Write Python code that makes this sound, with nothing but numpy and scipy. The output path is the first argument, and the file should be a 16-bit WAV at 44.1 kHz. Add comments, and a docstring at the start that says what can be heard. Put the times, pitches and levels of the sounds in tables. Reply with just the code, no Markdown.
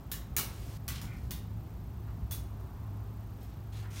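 """A long bandsaw blade is worked onto the upper wheel of an idle saw in a quiet workshop.
Each knock against the machine clatters and rings blade and wheel; a hiss follows the loudest.
Between knocks the teeth scrape along the machine and the moving blade swishes softly.
Behind it: a low room rumble, a wavering hum and a faint pulsing electrical whine."""
import sys
import numpy as np
from scipy import signal
from scipy.fft import rfft, irfft
from scipy.io import wavfile

SR = 44100
rng = np.random.default_rng(int(sys.argv[2]) if len(sys.argv) > 2 else 0)


def wav_record(signal):
    """Record a signal, one row per channel, as 16-bit PCM in the file named by sys.argv[1]."""
    frames = np.transpose(np.atleast_2d(signal))
    bounded = np.clip(frames, -1, 1)
    # unit amplitude maps onto the largest positive 16-bit level
    quanta = np.round(bounded * 32767).astype(np.int16)
    wavfile.write(sys.argv[1], SR, quanta)


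N = 176400
TIME = np.arange(N) / SR
FREQS = np.maximum(np.fft.rfftfreq(N, 1 / SR), 1)

# room tone spectrum: f/Hz, level/dB
ROOM_SPECTRUM = [(15, -31), (28, -29), (40, -7), (52, 2), (68, 1.5), (88, -3), (120, -5), (160, -8.5),
                 (220, -14), (300, -20.5), (390, -21.5), (490, -29.5), (750, -28), (1100, -31), (1600, -38),
                 (2300, -43), (4000, -46.5), (7000, -50.5), (10500, -53.5), (12500, -51), (15500, -48.5)]
# rumble gain: t/s, level/dB
RUMBLE_GAIN = [(0, -1.5), (.7, 0), (.9, 2), (1.2, 4), (1.65, -0.5), (2.25, 2), (2.5, 0), (3.25, -3.5),
               (3.55, -4), (4, -6.5)]
# hum envelope: t/s, relative level/dB
HUM_ENVELOPE = [(0.0, -53.5), (1.04, -43.5), (1.41, -53), (1.56, -38.5), (1.7, -51.5), (1.98, -43.5),
                (2.66, -43), (2.7, -51), (2.9, -38), (3.52, -50.5), (3.82, -39), (4.0, -43)]
# steady tones: f/Hz, level/dB
ROOM_TONES = [(59, -52.5), (680, -73), (799, -75)]
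# whine bursts per cycle: centre t/s, length/s, level/dB
WHINE_PULSES = [(.0075, 0.0058, -65), (0.0315, .0025, -67)]
# hiss spectrum: f/Hz, level/dB
HISS_SPECTRUM = [(500, 4), (1500, -5), (3200, -3.5), (6000, -5.5), (10500, -9), (15500, -9.5)]
# blade drags: t/s, length/s, level/dB, centre f/Hz, half-width/oct
DRAGS = [(0.907, 0.049, -46, 3000, 0.89), (1.065, 0.072, -58, 2140, 0.21),
         (1.037, 0.079, -62.5, 1400, 0.12), (1.12, 0.15, -68, 2600, 1.6), (2.068, 0.025, -58, 1190, 0.5),
         (3.399, 0.054, -65.5, 3000, 1.05), (3.49, 0.034, -69, 3000, 0.6), (3.72, 0.091, -58.5, 2110, 1.33),
         (3.83, 0.031, -54, 1390, 0.51), (3.901, 0.053, -54, 3170, 1.3), (3.95, .08, -51, 3170, 1.06)]
# room decay: f/Hz, T60/s
ROOM_DECAY = [(300, 0.71), (1200, 0.55), (2500, 0.42), (5500, 0.31), (10000, 0.28), (15000, .23)]
# clatter spectrum: f/Hz, level/dB
CLATTER_SPECTRUM = [(150, 7), (350, 1), (600, -4.5), (1100, -4.5), (1800, -5), (3500, -3), (6200, 0),
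                    (7700, -3), (10500, -0.5), (13000, 3.5), (15700, 4)]
# blade modes: f/Hz, level/dB, T60/s
BLADE_RING = [(1105, -22.5, 0.44), (1484, -19.5, 0.27), (1737, -13, 0.16), (2150, -31, 0.52),
              (2357, -23, 0.33), (2890, -16.5, 0.35), (3677, -16.5, 0.29), (3960, -20, 0.42),
              (5800, -22.5, 0.46), (6756, -12, 0.16), (8200, -20, 0.31), (9700, -17, 0.17),
              (10600, -21, 0.17), (12500, -13, 0.11)]
# wheel modes: f/Hz, level/dB, T60/s
WHEEL_RING = [(2510, -15.5, .28), (2730, -16, .28), (3435, -8, 0.33), (3830, -17, 0.33), (4160, -14, 0.33),
              (5443, -10, 0.31), (6500, -12.5, 0.37), (7230, -19, 0.51), (8500, -18, 0.4), (9430, -9, 0.4),
              (12700, -12, 0.21), (15210, -7, .2)]
# blade knocks: t/s, level/dB, treble tilt/(dB/oct), thud/dB, blade ring/dB, wheel ring/dB
KNOCKS = [(0.1159, -34, -0.1, -2, -4, -35), (.3655, -24.5, 1.8, 2.5, -4, -35),
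          (.380, -30.5, -1, -3.5, -14, -33), (0.88, -36, -3, -13, -10, -30),
          (1.015, -44.5, -3, -3.5, -10, -32), (1.3085, -38, -1.5, -5.5, -8, -22), (2.310, -41, 0, 4, -8, 0),
          (2.320, -37, 1.4, -12, -20, -20), (2.597, -67, -3, -3, -10, -20), (3.428, -53, 17, -6, -10, -18)]


def from_db(db):
    """Decibels to gain."""
    return 10 ** (np.asarray(db) / 20)


def unit_rms(x):
    """Scale to rms 1."""
    return x / np.sqrt(np.mean(x ** 2) + 1e-20)


def at_hz(points, hz):
    """Table lookup, log frequency."""
    f, value = np.transpose(points)
    return np.interp(np.log(hz), np.log(f), value)


def in_time(points):
    """Table lookup, linear time."""
    return np.interp(TIME, *np.transpose(points))


def coloured(db, source=None):
    """Source (default: white noise) shaped by a spectrum; rms 1."""
    source = rng.standard_normal(N) if source is None else source
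    return unit_rms(irfft(rfft(source) * from_db(db), N))


def band_db(centre_hz, half_width_oct):
    """Flat-topped band-pass response."""
    return -10 * np.log10(1 + (np.log2(FREQS / centre_hz) / half_width_oct) ** 4)


def wavering_tone(hz, wander_hz, rate_hz):
    """Sine with random pitch drift; rms 1."""
    drift = coloured(-20 * np.log10(1 + (FREQS / rate_hz) ** 2))
    return np.sqrt(2) * np.sin(2 * np.pi * np.cumsum(hz + wander_hz * drift) / SR)


def decay(t, t60_s):
    """Exponential decay; 1 before t = 0."""
    return np.exp(-np.log(1000) * np.maximum(t, 0) / t60_s)


def workshop(air_db=-42, rumble_top_hz=231):
    """Room tone with swelling rumble, wavering hum and faint steady tones."""
    air = from_db(air_db) * coloured(at_hz(ROOM_SPECTRUM, FREQS))
    rumble = irfft(rfft(air) / (1 + (FREQS / rumble_top_hz) ** 4), N)
    hum = from_db(in_time(HUM_ENVELOPE) - 1) * wavering_tone(hz=104.94, wander_hz=2.36, rate_hz=3.95)
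    tones = sum(np.sqrt(2) * from_db(db) * np.sin(2 * np.pi * (hz * TIME + rng.random()))
                for hz, db in ROOM_TONES)
    return air - rumble + rumble * from_db(in_time(RUMBLE_GAIN)) + hum + tones


def whine(cycle_hz=30):
    """High electrical whine: one long and one short burst per cycle."""
    gate = 0
    for centre_s, length_s, db in WHINE_PULSES:
        offset_s = (((TIME - centre_s) * cycle_hz + 0.5) % 1 - 0.5) / cycle_hz
        gate += from_db(db) * np.exp(-(2 * offset_s / length_s) ** 4)
    return gate * wavering_tone(hz=13600, wander_hz=129, rate_hz=300)


def swish(peak_s=2.84, sigma_s=0.29, level_db=-62.5):
    """The moving blade rubs softly, swelling and fading."""
    envelope = np.exp(-((TIME - peak_s) / sigma_s) ** 2 / 2)
    return from_db(level_db) * envelope * coloured(band_db(centre_hz=1010, half_width_oct=0.26))


def hiss(start_s=0.42, rise_s=0.068, stop_s=0.779, fall_s=0.006, level_db=-55.5):
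    """Even hiss after the loudest knock; stops short."""
    envelope = np.clip((TIME - start_s) / rise_s, 0, 1) * np.clip((stop_s - TIME) / fall_s, 0, 1)
    return from_db(level_db) * envelope * coloured(at_hz(HISS_SPECTRUM, FREQS))


def scrapes(teeth_per_s=2700, spread_db=9.5, attack_s=0.011, t60_s=0.34):
    """Teeth catch in quick, uneven succession; each drag fades into the room."""
    out, t = np.zeros(N), TIME[:SR // 8]
    for start_s, length_s, db, centre_hz, half_width_oct in DRAGS:
        catches = (rng.random(N) < teeth_per_s / SR) * rng.choice([-1, 1], N)
        force = from_db(spread_db * np.minimum(rng.exponential(1, N), 4))
        body = rng.standard_normal(len(t)) * decay(t, t60_s=0.22)
        grit = coloured(band_db(centre_hz, half_width_oct), signal.fftconvolve(catches * force, body)[:N])
        envelope = np.clip((TIME - start_s) / attack_s, 0, 1) * decay(TIME - start_s - length_s, t60_s)
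        out += from_db(db) * envelope * grit
    return out


def ring(modes, t, spread_db=3.6, flutter_depth=0.57, flutter_hz=14):
    """Struck modes, strength random per blow; each flutters as if two close tones were beating."""
    hz, db, t60_s = np.transpose(modes)[:, :, None]
    strength = from_db(db + spread_db * rng.standard_normal(hz.shape))
    rate_hz = flutter_hz * rng.uniform(0.35, 1.94, hz.shape)
    flutter = 1 + flutter_depth * np.sin(2 * np.pi * (rate_hz * t + rng.random(hz.shape)))
    sines = np.sin(2 * np.pi * (hz * t + rng.random(hz.shape)))
    return np.sum(strength * flutter * decay(t, t60_s) * sines, axis=0)


def overtones(n, count=260, spread_db=5.5):
    """Close, inharmonic overtones of the steel band, new per contact point; rms 1."""
    lines = np.zeros(n // 2 + 1, complex)
    position, phase = rng.random((2, count))
    strength = from_db(spread_db * rng.standard_normal(count))
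    lines[(position * (len(lines) - 1)).astype(int)] = strength * np.exp(2j * np.pi * phase)
    return unit_rms(irfft(lines, n))


def contact_response(hz, tilt_db_oct, thud_db, thud_top_hz=1190, ripple_db=2.5, ripple_step_hz=110.4):
    """Clatter gain over frequency; broad, damped resonances vary with the contact point."""
    resonances_db = ripple_db * np.interp(hz / ripple_step_hz, np.arange(1024), rng.standard_normal(1024))
    bass_db = thud_db / (1 + (hz / thud_top_hz) ** 4)
    treble_db = tilt_db_oct * np.log2(np.maximum(hz, 1000) / 1000)
    low_cut = hz ** 2 / (hz ** 2 + 100 ** 2)
    return unit_rms(from_db(at_hz(CLATTER_SPECTRUM, hz) + resonances_db + bass_db + treble_db) * low_cut)


def clatter(t, tilt_db_oct, thud_db, overtone_share=0.42, crack_db=1, crack_s=0.0019,
            bounces_per_s=900, bounce_db=3, bounce_fade_s=0.042, room_onset_s=0.0011):
    """Contact crack, early bounces off near surfaces, then a steel and room tail; treble dies first."""
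    n = len(t)
    hz = np.maximum(np.fft.rfftfreq(n, 1 / SR), 1)
    response = contact_response(hz, tilt_db_oct, thud_db)
    dense = np.sqrt(overtone_share) * overtones(n) + np.sqrt(1 - overtone_share) * rng.standard_normal(n)
    bounces = unit_rms((rng.random(n) < bounces_per_s / SR) * rng.choice([-1, 1], n))
    early = from_db(bounce_db) * np.exp(-t / bounce_fade_s)
    spectrum = rfft((dense + early * bounces) / np.sqrt(1 + early ** 2)) * response
    crack = from_db(crack_db) * np.exp(-(t / crack_s) ** 2)
    onset = 1 - np.exp(-t / room_onset_s)
    edges_hz = np.r_[0, np.geomspace(400, SR / 2, 13)]
    out = np.zeros(n)
    for lo, hi in zip(edges_hz, edges_hz[1:]):
        band = irfft(spectrum * (hz >= lo) * (hz < hi), n)
        tail = onset * decay(t, at_hz(ROOM_DECAY, (lo + hi) / 2))
        out += band * (crack + tail)
    return out


def knocks():
    """The blade strikes the machine: clatter plus blade and wheel ring."""
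    out, t = np.zeros(N + SR), TIME[:SR]
    for start_s, db, tilt_db_oct, thud_db, blade_db, wheel_db in KNOCKS:
        metal = from_db(blade_db) * ring(BLADE_RING, t) + from_db(wheel_db) * ring(WHEEL_RING, t)
        start = int(start_s * SR)
        out[start:start + SR] += from_db(db) * (clatter(t, tilt_db_oct, thud_db) + metal)
    return out[:N]


def scene():
    """Mono sum of all sources."""
    return (knocks() + scrapes() + hiss() + swish() + workshop() + whine())[None]


def record(dry):
    """Steep elliptic low-pass."""
    cutoff_hz = 15800
    return signal.sosfilt(signal.ellip(12, 0.1, 80, cutoff_hz, fs=SR, output="sos"), dry)


dry = scene()
out = record(dry)
wav_record(out)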